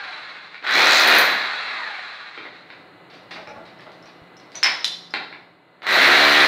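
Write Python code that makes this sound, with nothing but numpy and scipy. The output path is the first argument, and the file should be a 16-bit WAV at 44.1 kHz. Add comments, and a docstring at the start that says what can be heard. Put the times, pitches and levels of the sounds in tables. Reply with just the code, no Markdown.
"""A bare, echoing room on a building site: an electric chipping hammer breaks tiles off the wall.
Its motor is coasting down at the start, then runs in two short bursts: it whines up, the chisel
strikes some 70 to 80 times a second, and the gears rattle as they slow. One crank times both
the blows and the rattle. In the pause the worker shifts his feet, a loose slab scrapes,
hard pieces and the tool clink, and a piece of tile drops. Distant machines hum underneath."""
import sys
import numpy as np
from scipy import signal
from scipy.fft import rfft, irfft
from scipy.io import wavfile
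from scipy.ndimage import uniform_filter1d, minimum_filter1d

SR = 44100
rng = np.random.default_rng(int(sys.argv[2]) if len(sys.argv) > 2 else 0)


def dump(signal):
    """Clip the signal to [-1, 1] and save it as 16-bit WAV at the path in sys.argv[1]."""
    limited = np.clip(np.atleast_2d(signal).T, -1, 1)
    pcm = np.round(limited * 32767).astype(np.int16)
    wavfile.write(sys.argv[1], SR, pcm)


N = 285327
TIME = np.arange(N) / SR


def from_db(db):
    """Decibels to gain."""
    return 10 ** (np.asarray(db) / 20)


def rms_one(x):
    """Scale to rms 1."""
    return x / np.sqrt(np.mean(x ** 2) + 1e-20)


def energy_one(x):
    """Scale to energy 1."""
    return x / np.sqrt(np.sum(x ** 2) + 1e-20)


def at_hz(points, hz):
    """Read a table on a log-frequency axis."""
    f, value = np.transpose(points)
    return np.interp(np.log(np.maximum(hz, 1)), np.log(f), value)


def drift(rate_hz):
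    """Random wander: straight lines between unit normal draws."""
    return np.interp(TIME * rate_hz, np.arange(N), rng.standard_normal(N))


def through(x, response):
    """Pass a sound through an impulse response."""
    return signal.fftconvolve(x, response)[:N]


def body(spectrum, bass_db=0, treble_db=0, size=4096):
    """Minimum-phase response of a heavily damped body with this spectrum; energy 1."""
    hz = np.arange(size // 2 + 1) * SR / size
    tilt_db = at_hz([(400, bass_db), (1500, 0), (2300, 0), (7000, treble_db)], hz)
    cepstrum = irfft(np.log(from_db(at_hz(spectrum, hz) + tilt_db)))
    cepstrum[1:size // 2] *= 2
    cepstrum[size // 2 + 1:] = 0
    return energy_one(irfft(np.exp(rfft(cepstrum))))


def ringing(modes, pitch=1):
    """Response of a struck object: decaying sines; energy 1."""
    t = TIME[:SR // 2]
    return energy_one(sum(from_db(db - 60 * t / t60_s) * np.sin(2 * np.pi * hz * pitch * t)
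                          for hz, db, t60_s in modes))


def placed(start_s, db, sound):
    """Place a sound of energy 1; db is its level if spread over 0.1 s."""
    return from_db(db) * np.sqrt(SR / 10) * np.pad(sound, (max(round(start_s * SR), 0), N))[:N]


# Room decay. Each row: frequency in Hz, T60 in seconds.
ROOM_DECAY = [(100, 0.56), (500, 0.69), (2000, 0.37), (4000, 0.61), (8000, 0.44), (15000, .45)]
# First reflections. Each row: delay in seconds, level in dB re the direct sound.
WALL_ECHOES = [(.0078, -5), (0.0173, -13), (.0245, -16), (.0335, -12)]

def room(x, direct_db, build_s=0.0063, scatter_s=0.001):
    """Direct sound, reflections scattered by rough walls, and a dense tail decaying band by band."""
    t = TIME[:SR]
    white, hz = rfft(rng.standard_normal(SR)), np.arange(SR // 2 + 1)
    centres_hz = np.geomspace(100, 15000, 9)
    tail = 0
    for centre_hz, share in zip(centres_hz, np.eye(len(centres_hz))):
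        band = irfft(white * at_hz(list(zip(centres_hz, share)), hz), SR)
        tail = tail + band * from_db(-60 * t / at_hz(ROOM_DECAY, centre_hz))
    tail = energy_one(tail * (1 - np.exp(-t / build_s)))
    early = signal.unit_impulse(SR)
    for delay_s, db in WALL_ECHOES:
        scattered = energy_one(rng.standard_normal(SR) * np.exp(-t / scatter_s))
        early = early + from_db(db) * np.roll(scattered, round(delay_s * SR))
    return through(x, energy_one(tail + from_db(direct_db) * early))


# Distant site noise. Each row: frequency in Hz, spectral density in dB.
WASH_SPECTRUM = [(25, -19.5), (60, -14.5), (88, -11.5), (115, 0), (175, 0.5), (230, -3), (310, 5.5),
                 (420, 0.5), (570, 1.5), (750, -1), (1300, -2.5), (2050, -6), (3300, -16), (4100, -11),
                 (5500, -41), (7000, -34), (15500, -41)]
# Machine tones. Each row: frequency in Hz, level in dB re the wash.
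MACHINE_TONES = [(174, -15), (748, -13), (1674, -25), (2019, -13.5), (2885, -22), (4215, -24.5)]
# Background level: the recorder's gain ducks after loud sounds, then slowly recovers.
# Each row: time in seconds, level in dB.
BACKGROUND_LEVEL = [(0, -55), (2.2, -57.5), (2.8, -48.5), (3.6, -47), (4.5, -48), (4.75, -50), (5.3, -49.5),
                    (5.6, -55.5), (6.47, -48.5)]

def site():
    """The dull wash of the site and the hum of distant machines, under one preset gain curve."""
    level_db = np.interp(TIME, *np.transpose(BACKGROUND_LEVEL))
    wash = through(rng.standard_normal(N), body(WASH_SPECTRUM))
    hum = 0
    for hz, db in MACHINE_TONES:
        amplitude = np.sqrt(2) * from_db(db + 2 * drift(3.8))
        hum = hum + amplitude * np.sin(2 * np.pi * hz * TIME + 0.78 * drift(11))
    return from_db(level_db) * (wash + hum)


# Microphone bump. Each row: start in seconds, level in dB.
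MIC_BUMPS = [(4.216, -56)]

def bump():
    """A soft bump on the microphone rings two low modes."""
    thud = ringing([(75, -10, .04), (138, -1, .03)])
    return sum(placed(s, db, thud) for s, db in MIC_BUMPS)


# Slab scrapes. Each row: start in seconds, level in dB, decay time in seconds.
SLAB_SCRAPES = [(3.365, -43.5, 0.022), (3.472, -42, 0.028), (3.55, -43.5, .05), (3.862, -47.5, 0.016)]
# Slab modes. Each row: frequency in Hz, level in dB, T60 in seconds.
SLAB_MODES = [(660, 0, 0.064), (840, 3, .04), (1153, -2, 0.032), (1390, 1, 0.0205)]

def scrapes():
    """Grit under a sliding slab keeps its hollow modes ringing."""
    t, out = TIME[:SR // 2], 0
    for s, db, decay_s in SLAB_SCRAPES:
        grit = rng.standard_normal(len(t)) * np.exp(-t / decay_s)
        out = out + placed(s, db, energy_one(through(grit, ringing(SLAB_MODES))))
    return room(out, direct_db=-3)


# Struck rubble. 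Each row: frequency in Hz, spectral density in dB.
RUBBLE_SPECTRUM = [(60, -32), (160, -22), (300, -6), (420, -8), (750, -3), (1100, 0), (1600, 1.5),
                   (2100, 5), (3100, -5), (4100, -3), (5200, -14.5), (7000, -34), (11000, -45.5),
                   (15500, -54)]

def contact(decay_s, bass_db, treble_db, grit_db=-1, grain_db=3.5):
    """A gritty crunch on mortar; only a short contact starts with a click. Energy 1."""
    t = TIME[:SR // 4]
    grit = rng.standard_normal(len(t)) * from_db(grain_db * rng.standard_normal(len(t)))
    fade = np.exp(-t / decay_s)
    force = from_db(grit_db) * grit * fade * (1 - 0.68 * fade)
    force[0] += 14 * np.exp(-decay_s / 0.0018)
    return energy_one(through(force, body(RUBBLE_SPECTRUM, bass_db, treble_db)))


# Shoe scuffs. Each row: start in seconds, level in dB.
SHOE_SCUFFS = [(3.1, -51), (3.135, -49), (3.309, -37.5), (3.652, -50), (4.057, -52), (4.546, -41)]

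def scuffs():
    """Shoes scuff on the gritty floor."""
    return sum(placed(s, db, contact(decay_s=.013, bass_db=9, treble_db=9)) for s, db in SHOE_SCUFFS)


def knock(weight_db, doubling_db=16):
    """One impact: the heavier the lump, the deeper, duller and longer the contact."""
    decay_s = .0024 * 2 ** (weight_db / doubling_db)
    return contact(decay_s, bass_db=weight_db, treble_db=-9 - .5 * weight_db)


# Knocks and rebounds. Each row: start in seconds, level in dB, weight as bass gain in dB.
KNOCKS_AND_REBOUNDS = [(.545, -41.5, -5), (.667, -30, -7), (2.376, -37.5, 7), (2.453, -41.5, 9),
                       (2.703, -44.5, -7), (3.361, -41, 7), (3.473, -46, 3), (3.796, -49, 4),
                       (3.867, -50, 10), (4.63, -22, -20), (4.645, -23.5, -9), (4.662, -24, -6),
                       (5.139, -26.5, 0), (5.327, -41, 5)]

def knocks():
    """Knocks of rubble and tool; the loudest is followed by two quick echoes or bounces."""
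    return sum(placed(s, db, knock(weight_db)) for s, db, weight_db in KNOCKS_AND_REBOUNDS)


# Clinks of hard pieces and the tool. Each row: start in seconds, level in dB, pitch in Hz.
HARD_CLINKS = [(3.474, -59, 5230), (3.491, -63, 5700), (3.79, -67, 5250), (4.026, -61.5, 5250),
               (4.057, -64, 5700), (4.368, -59.5, 5250), (4.373, -65, 5760), (4.555, -41, 5920),
               (4.6288, -35.5, 4140), (4.634, -21, 5190), (5.1074, -53.5, 4990), (5.1384, -38, 4140)]
# Clink modes. Each row: multiple of the pitch, level in dB, T60 in seconds.
CLINK_MODES = [(1, -2, .03), (1.012, 6.5, 0.05), (1.075, -20.5, .05), (1.095, -10.5, .16),
               (1.8, -22, 0.026), (2.2, -24, 0.025)]
# A piece of tile lands on its edge. Each row: start in seconds, level in dB.
TILE_LANDINGS = [(4.8448, -23.5)]
# Its modes. Each row: frequency in Hz, level in dB, T60 in seconds.
TILE_MODES = [(3125, -7, 0.13), (3530, -1, 0.12), (3720, 1, .02), (3970, 10, 0.019), (4040, -14, .025),
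              (4960, -2, 0.033), (5520, -1, 0.025), (6520, -15, 0.056), (9300, -14, .02), (13160, -26, .06)]

def clinks(band_hz=(1200, 11500)):
    """Short, bright clinks of hard pieces and the tool, each at its own pitch; a dropped tile rings."""
    bright = sum(placed(s, db, ringing(CLINK_MODES, hz)) for s, db, hz in HARD_CLINKS)
    tile = sum(placed(s, db, ringing(TILE_MODES)) for s, db in TILE_LANDINGS)
    heard = room(bright, direct_db=2.5) + room(tile, direct_db=4)
    # Small objects radiate no bass; the contact is too soft for the very top.
    return signal.sosfilt(signal.butter(2, band_hz, "band", fs=SR, output="sos"), heard)


def ticks(crumb_count=4, span_s=(3.7, 4.55), crumb_db=-59, spread_db=3, edge_db=-11):
    """Hard, bright ticks on the floor: mortar crumbs at random, and the landing tile's edge."""
    crumbs = [(rng.uniform(*span_s), rng.normal(crumb_db, spread_db)) for _ in range(crumb_count)]
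    edges = [(s, db + edge_db) for s, db in TILE_LANDINGS]
    return sum(placed(s, db, contact(decay_s=.0015, bass_db=-12, treble_db=21))
               for s, db in crumbs + edges)


def crank(on_s, off_s, top_hz, sag_hz_per_s, spin_up_s=.06, coast_s=.8, friction_hz_per_s=9):
    """Turns per second: the motor spins up, sags under load, then fan and dry friction slow it."""
    run_s = np.maximum(np.minimum(TIME, off_s) - on_s, 0)
    driven_hz = top_hz * (1 - np.exp(-run_s / spin_up_s)) - sag_hz_per_s * run_s
    friction_hz = friction_hz_per_s * coast_s
    fan_decay = np.exp(-np.maximum(TIME - off_s, 0) / coast_s)
    return np.maximum((driven_hz + friction_hz) * fan_decay - friction_hz, .01)


# Trigger pulls. Each row: on and off in seconds, top crank speed in Hz, sag under load in Hz/s,
# time to press the chisel home in seconds, base blow level in dB, base rattle level in dB.
TRIGGER_PULLS = [(-1.5, -.75, 77, 0, .1, -90, -18.4), (.626, 1.17, 85, 17, .14, -11.9, -17.8),
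                 (5.82, 6.43, 72.3, 0, .06, -13, -21.8)]

def drive(waver_depth=.009, loose_db=-20, striker_fade_db_per_s=130, gear_hz=28.5, gear_width_hz=7):
    """Each pull sets the crank speed, and with it the levels of blows, rattle and whine."""
    controls, waver = np.zeros((4, N)), 1 + waver_depth * drift(18)
    for on_s, off_s, top_hz, sag_hz_per_s, press_s, base_blow_db, base_rattle_db in TRIGGER_PULLS:
        speed_hz = crank(on_s, off_s, top_hz, sag_hz_per_s) * waver
        decades, powered = np.log10(speed_hz / top_hz), TIME < off_s
        torque = powered * (1 - speed_hz / top_hz)
        # Hard blows need speed, the chisel pressed home and the trigger held.
        loose = np.clip(1 - (TIME - on_s) / press_s, 0, 1)
        release_db = striker_fade_db_per_s * np.maximum(TIME - off_s, 0)
        blow_db = base_blow_db + 20 * decades + loose_db * loose - release_db
        rattle_db = base_rattle_db + 26 * decades + 3.3 * powered + 2.5 * torque
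        # Coasting, the slack gears resonate as the speed passes gear_hz.
        slack_db = 10.5 * np.exp(-((speed_hz - gear_hz) / gear_width_hz) ** 2)
        whine_re_rattle_db = -15 + np.where(powered, 8.5 + 4 * torque, slack_db)
        controls = np.where(TIME >= on_s, [speed_hz, blow_db, rattle_db, whine_re_rattle_db], controls)
    return controls


def switch(level_db=-43.5):
    """The trigger switch clicks as it closes."""
    return sum(placed(on_s, level_db, knock(weight_db=0)) for on_s, *_ in TRIGGER_PULLS if on_s > 0)


# Motor housing. Each row: frequency in Hz, spectral density in dB.
HOUSING_SPECTRUM = [(60, -47), (200, -19.5), (480, -13.5), (830, -3), (1150, -1.5), (1700, 3.5),
                    (2150, 2.5), (3000, -9), (3700, -6), (4080, -2), (4400, -9.5), (5400, -24.5),
                    (8200, -36.5), (15000, -59.5)]

def motor(turns, rattle_db, whine_re_rattle_db, teeth_per_turn=32, depth_db=5, grain_db=2):
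    """Fan and gears rattle the housing once per crank turn; the meshing teeth make it whine."""
    swell = rms_one(from_db(depth_db * np.cos(2 * np.pi * turns) + grain_db * drift(500)))
    rattle = from_db(rattle_db) * swell * rng.standard_normal(N)
    mesh_rad = 2 * np.pi * teeth_per_turn * turns + .4 * drift(120)
    teeth = .5 * (np.sin(mesh_rad) + from_db(-3) * np.sin(2 * mesh_rad)) * swell
    whine = from_db(rattle_db + whine_re_rattle_db) * teeth
    housing = body(HOUSING_SPECTRUM)
    return room(through(rattle, housing), direct_db=-5.5) + room(through(whine, housing), direct_db=.5)


# Tiles give way. Each row: time in seconds, glaze crack in dB, dip of the thump in dB.
TILE_BREAKS = [(.98, -21, 7), (6.32, -32, 1.5)]

def breaking(blow_db, hard_blow_db=-16, build_db_per_s=34, fall_db_per_s=85):
    """Cracking builds to each break and dies away; the thump dips with it. Weak blows crack little."""
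    crack, dip_db = 1e-9, 0
    for s, db, give_db in TILE_BREAKS:
        since_s = TIME - s
        giving = from_db(np.minimum(build_db_per_s * since_s, -fall_db_per_s * since_s))
        crack = crack + from_db(db) * giving
        dip_db = dip_db + give_db * giving
    return blow_db - dip_db, 20 * np.log10(crack) + np.minimum(blow_db - hard_blow_db, 0)


def blows(turns, speed_hz, jitter_s, uneven_db=1.3):
    """One click per crank turn, each a little off in time and strength; rms near 1."""
    at = np.flatnonzero(np.diff(np.floor(turns)))
    timing, strength = rng.standard_normal((len(at), 2)).T
    late = np.round(timing * jitter_s[at] * SR).astype(int)
    clicks = np.zeros(N)
    clicks[np.clip(at + late, 0, N - 1)] = from_db(uneven_db * strength) * np.sqrt(SR / speed_hz[at])
    return clicks


def crunch(clicks, decay_s):
    """Every click crushes grit: a fresh puff of noise of the same energy."""
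    envelope = through(clicks, energy_one(np.exp(-TIME[:SR // 10] / decay_s)))
    return envelope * rng.standard_normal(N)


# Struck wall and cracking glaze. Each row: frequency in Hz, spectral density in dB.
WALL_SPECTRUM = [(40, -55), (80, -31), (140, -21.5), (240, -16), (288, -7), (390, -8.5), (650, -5),
                 (1100, -3), (2000, 2.5), (3000, -9), (4000, -3.5), (5000, -17.5), (7500, -30),
                 (15500, -40.5)]
GLAZE_SPECTRUM = [(500, -19.5), (2500, 0), (4500, 10), (7000, -2.5), (9000, -15), (15500, -17)]
# Steel chisel. Each row: frequency in Hz, level in dB, T60 in seconds.
CHISEL_MODES = [(6100, -4, 0.02), (6600, -3, 0.0087), (9850, 1, 0.013), (13400, -3, 0.048),
                (13550, -2, .015), (13850, 2, 0.022), (14100, -8, .012)]
# The chisel jumps free and rings. Each row: start in seconds, level in dB.
CHISEL_JUMPS = [(1.0, -41), (1.075, -37), (1.15, -41), (1.185, -31.5)]

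def hammer(turns, speed_hz, blow_db, grit_db=-6.5, steel_db=-30.5,
           boom_db=-18, boom_hz=289, boom_width_hz=14):
    """Each blow thumps the wall, cracks the glaze and rings the steel chisel."""
    thump_db, crack_db = breaking(blow_db)
    skip_s = 5e-5 * (blow_db - thump_db)  # the chisel skips on a loosening tile
    clicks = blows(turns, speed_hz, jitter_s=4e-5 + skip_s)
    force = clicks + from_db(grit_db) * crunch(clicks, decay_s=.002)
    thump = through(force * from_db(thump_db), body(WALL_SPECTRUM))
    crack = through(crunch(clicks, decay_s=.0013) * from_db(crack_db), body(GLAZE_SPECTRUM))
    chisel = ringing(CHISEL_MODES)
    steel = through(crunch(clicks, decay_s=.0006) * from_db(thump_db + steel_db), chisel)
    steel += sum(placed(s, db, chisel) for s, db in CHISEL_JUMPS)
    # The wall booms when the fourth harmonic of the blows meets its resonance.
    detuning = (4 * speed_hz - boom_hz) / boom_width_hz
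    boom = from_db(thump_db + boom_db) * np.sin(2 * np.pi * 4 * turns) / np.hypot(1, detuning)
    return room(thump, direct_db=-9) + room(crack, direct_db=4) + room(steel, direct_db=2) + boom


def scene():
    """One crank drives motor noise and blows, over the debris and the distant site; mono."""
    speed_hz, blow_db, rattle_db, whine_re_rattle_db = drive()
    turns = np.cumsum(speed_hz) / SR
    tool = hammer(turns, speed_hz, blow_db) + motor(turns, rattle_db, whine_re_rattle_db)
    contacts = room(knocks() + switch() + scuffs() + ticks(), direct_db=-4.5)
    return (tool + contacts + scrapes() + clinks() + site() + bump())[None]


def record(dry, bass_cut_hz=55, top_cut_hz=15700, ceiling=0.77, window_samples=65):
    """The small microphone loses deep bass, a fast limiter holds the peaks, and the top is cut."""
    thin = signal.sosfilt(signal.butter(2, bass_cut_hz, "high", fs=SR, output="sos"), dry)
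    allowed = ceiling / np.maximum(np.abs(thin), ceiling)
    gain = uniform_filter1d(minimum_filter1d(allowed, window_samples), window_samples)
    return signal.sosfilt(signal.ellip(10, .2, 80, top_cut_hz, fs=SR, output="sos"), thin * gain)


dry = scene()
out = record(dry)
dump(out)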